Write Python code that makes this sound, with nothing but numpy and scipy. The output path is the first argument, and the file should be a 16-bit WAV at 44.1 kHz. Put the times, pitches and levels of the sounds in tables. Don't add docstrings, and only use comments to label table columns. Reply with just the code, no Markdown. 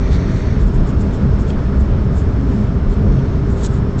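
import sys
import numpy as np
from scipy import signal
from scipy.fft import rfft, irfft
from scipy.io import wavfile
from scipy.ndimage import uniform_filter1d, minimum_filter1d

SR = 44100
rng = np.random.default_rng(int(sys.argv[2]) if len(sys.argv) > 2 else 0)


def unload_wav(signal):
    wavfile.write(
        sys.argv[1],
        SR,
        np.round(np.clip(np.atleast_2d(signal).T, -1, 1) * 32767).astype(np.int16),
    )


N = 176400
TIME = np.arange(N) / SR


def from_db(db):
    return 10 ** (np.asarray(db) / 20)


def rms_one(x):
    return x / np.sqrt(np.mean(x ** 2) + 1e-20)


def drift(rate):
    step, settle = 40, 2000
    pole = np.exp(-2 * np.pi * rate * step / SR)
    noise = rng.standard_normal(N // step + settle + 2)
    slow = signal.lfilter([1], [1, -2 * pole, pole * pole], noise)[settle:]
    return np.interp(np.arange(N) / step, np.arange(len(slow)), rms_one(slow))


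def coloured(points, patchy_db=0):
    hz, db = np.transpose(points)
    octave = np.log2(np.maximum(np.arange(N // 2 + 1) * SR / N, 1))
    octaves_outside = np.abs(octave - np.clip(octave, np.log2(hz[0]), np.log2(hz[-1])))
    shape_db = np.interp(octave, np.log2(hz), db) - 20 * octaves_outside
    spectrum = rfft(rng.standard_normal(N)) * from_db(shape_db)
    if not patchy_db:
        return rms_one(irfft(spectrum, N))
    bands = (irfft(spectrum * (np.floor(octave) == k), N) for k in np.unique(np.floor(octave)))
    return rms_one(sum(band * from_db(patchy_db * drift(rate=11)) for band in bands))


def ringing(hz, width_hz):
    r = np.exp(-np.pi * width_hz / SR)
    b = np.array([1, 0, -1]) * (1 - r * r) / 2
    a = [1, -2 * r * np.cos(2 * np.pi * hz / SR), r * r]
    once = signal.lfilter(b, a, rng.standard_normal(N))
    return rms_one(signal.lfilter(b, a, once))


def swell(t, width):
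    return np.exp(-2 * ((TIME - t) / width) ** 2)


def tone(hz, db, wander_hz, flutter_db=1.2):
    phase = 2 * np.pi * (np.cumsum(hz + wander_hz * drift(rate=5)) / SR + rng.random())
    flutter = from_db(flutter_db * drift(rate=3.2))
    return from_db(db) * rms_one(np.sin(phase) * flutter)


def electrical_whine():
    return tone(hz=5323.5, db=-61.3, wander_hz=2.5)


# t/s, level/dB
TRIM_TICKS = [(1.470, -41), (1.499, -33), (1.504, -27), (1.508, -38), (3.121, -39), (3.192, -37)]
# f/Hz, relative level/dB, time to fall 60 dB/s
TRIM_MODES = [(2700, -8, 0.008), (3250, -1.5, 0.016), (4430, -7, .009), (5200, -10, 0.007),
              (6940, -23, .007)]
def loose_trim():
    out = np.zeros(N)
    for t, db in TRIM_TICKS:
        age = np.maximum(TIME - t, 0)
        for hz, mode_db, t60 in TRIM_MODES:
            strike_db = db + mode_db + 2 * rng.standard_normal()
            fall_db = np.minimum(60 * age / t60, 200)
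            out += from_db(strike_db - fall_db) * np.sin(2 * np.pi * hz * age)
    return out


# middle t/s, width/s, air level/dB, rasp relative to air/dB
BRUSH_STROKES = [(0.14, 0.06, -52, 13), (0.37, 0.11, -55.5, 3), (0.617, 0.033, -54, 6),
                 (0.675, 0.031, -55, -17.5), (0.748, .035, -54, -7.5), (0.888, 0.036, -49.5, -2),
                 (1.013, 0.024, -48, -0.5), (1.147, 0.034, -51, 0), (1.413, 0.036, -52, -7),
                 (1.494, .035, -52, 1), (1.805, 0.026, -53, 0), (2.184, 0.056, -50, -4),
                 (2.576, .12, -58.5, -3), (2.925, 0.038, -54.5, 3), (3.517, .04, -53, -15.5),
                 (3.613, 0.065, -47.5, 0), (3.654, 0.021, -33, -4), (3.745, 0.066, -52.5, 0.5),
                 (3.997, 0.018, -41.5, -1)]
# f/Hz, relative level/dB
AIR_SPECTRUM = [(3000, -10.5), (5000, -1.5), (6100, 2), (6900, 9.5), (7900, 4.5), (8600, -14.5)]
# f/Hz, relative level/dB
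RASP_SPECTRUM = [(1500, -1), (2600, -10), (3500, 0), (4300, -2), (4900, -6.5), (5600, -9), (7000, -22.5)]
def brushes(grain_db=2.5):
    air = sum(from_db(db) * swell(t, width) for t, width, db, _ in BRUSH_STROKES)
    rasp = sum(from_db(db + rasp_db) * swell(t, width) for t, width, db, rasp_db in BRUSH_STROKES)
    grain = rms_one(from_db(grain_db * drift(rate=500)))
    return grain * (air * coloured(AIR_SPECTRUM) + rasp * coloured(RASP_SPECTRUM))


# start t/s, end t/s, level/dB, tilt/(dB per octave)
LONG_RUBS = [(-.05, 0.672, -42, 1.5), (2.995, 3.46, -51.5, 4.5)]
# f/Hz, width/Hz, relative level before the tilt/dB
RUB_MODES = [(1930, 600, -1), (2314, 180, -8), (3630, 770, -10.5), (4350, 520, -11.5), (5730, 650, -14),
             (6360, 420, -17.5)]
def rubs(rise_s=0.089, fall_s=0.19, pivot_hz=3000, grain_db=1):
    out = np.zeros(N)
    for start, end, db, tilt_db in LONG_RUBS:
        contact = np.clip(np.minimum((TIME - start) / rise_s, (end - TIME) / fall_s), 0, 1)
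        for hz, width_hz, mode_db in RUB_MODES:
            level_db = db + mode_db + tilt_db * np.log2(hz / pivot_hz)
            out += contact * from_db(level_db) * ringing(hz, width_hz)
    grain = rms_one(from_db(grain_db * drift(rate=250)))
    return out * grain


# f/Hz, relative level/dB
HISS_SPECTRUM = [(550, -14), (900, .5), (1020, -1), (1250, -.3), (1650, -5), (2050, -11), (2300, -12),
                 (2700, -16), (3500, -17.3), (4100, -20.3), (4500, -20.2), (5050, -23), (6200, -25),
                 (7000, -29), (7800, -32), (8500, -42)]
# t/s, relative level/dB
HISS_LEVELS = [(0, .3), (.5, .7), (1.3, 1), (2.1, -.2), (2.45, .3), (2.8, -1.1), (3.15, -.1), (3.6, -.3),
               (4, -1.3)]
def tyres_and_wind(level_db=-37.5):
    swell_db = np.interp(TIME, *np.transpose(HISS_LEVELS))
    return from_db(level_db + swell_db) * coloured(HISS_SPECTRUM, patchy_db=0.69)


# t/s, f/Hz, level/dB
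HUM_TRACK = [(0, 388, -37), (1.4, 389.5, -40), (2.2, 390.7, -34.7), (3.2, 392.7, -32.8), (4, 393.2, -34)]
def drivetrain_hum():
    t, hz, db = np.transpose(HUM_TRACK)
    return tone(np.interp(TIME, t, hz), np.interp(TIME, t, db), wander_hz=0.6)


# f/Hz, relative level/dB
RUMBLE_SPECTRUM = [(12, -12.5), (24, -2.5), (35, -4), (48, -0.5), (62, 1.5), (85, -1), (110, -4), (135, -2),
                   (160, -9.5), (200, -5.5), (225, -10.5), (265, -11.5), (320, -18.5), (440, -18),
                   (500, -24.5), (660, -25.5), (780, -35.5), (1100, -38.5)]
# peak t/s, width/s, boom f/Hz, boom level/dB,
# panel f/Hz, drone level/dB, change in rumble level/dB
DECK_DIPS = [(0.06, 0.095, 51.2, -15, 175.6, -22, 0), (0.229, 0.11, 69.86, -19, 182.7, -23, 1),
             (0.653, 0.059, 47.83, -11.5, 189.4, -19, -0.5), (0.798, 0.053, 30.72, -7, 134, -18, 3),
             (1.227, 0.072, 75.9, -20.5, 180.3, -20.5, 0.5), (1.28, .05, 76, -26, 131, -19.5, 0.5),
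             (1.804, 0.16, 67.7, -14.5, 208.3, -25, 0), (1.917, 0.043, 40, -14, 545, -29, 0),
             (2.459, 0.14, 64.25, -23.5, 271, -25.5, -.5), (2.592, 0.065, 37.2, -32, 207.2, -15, -1),
             (2.893, 0.045, 36.9, -13, 279, -35, -1), (3.065, 0.08, 44, -11, 195, -20.5, 4),
             (3.15, 0.094, 52, -23, 134.2, -19, 1.5)]
def road_rumble(rumble_db=-14, panel_hz=194.4, panel_width_hz=25, panel_db=-33.5):
    body = from_db(panel_db) * ringing(panel_hz, panel_width_hz)
    surge_db = 0
    for t, width, boom_hz, boom_db, drone_hz, drone_db, change_db in DECK_DIPS:
        dip = swell(t, width)
        drone = from_db(drone_db) * ringing(drone_hz, panel_width_hz * drone_hz / panel_hz)
        boom = tone(boom_hz, boom_db, wander_hz=2.5)
        body += dip * (boom + drone)
        surge_db += change_db * dip
    return body + from_db(rumble_db + surge_db) * coloured(RUMBLE_SPECTRUM, patchy_db=0.48)


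def scene():
    ride = road_rumble() + tyres_and_wind() + drivetrain_hum() + electrical_whine()
    return (ride + rubs() + brushes() + loose_trim())[None]


def record(dry, ceiling=0.72, window_s=0.01, cutoff_hz=8650):
    window = int(window_s * SR)
    needed_gain = ceiling / np.maximum(np.abs(dry), ceiling)
    gain = uniform_filter1d(minimum_filter1d(needed_gain, window), window)
    lowpass = signal.ellip(10, 0.3, 80, cutoff_hz, fs=SR, output="sos")
    return signal.sosfilt(lowpass, dry * gain)


dry = scene()
out = record(dry)
unload_wav(out)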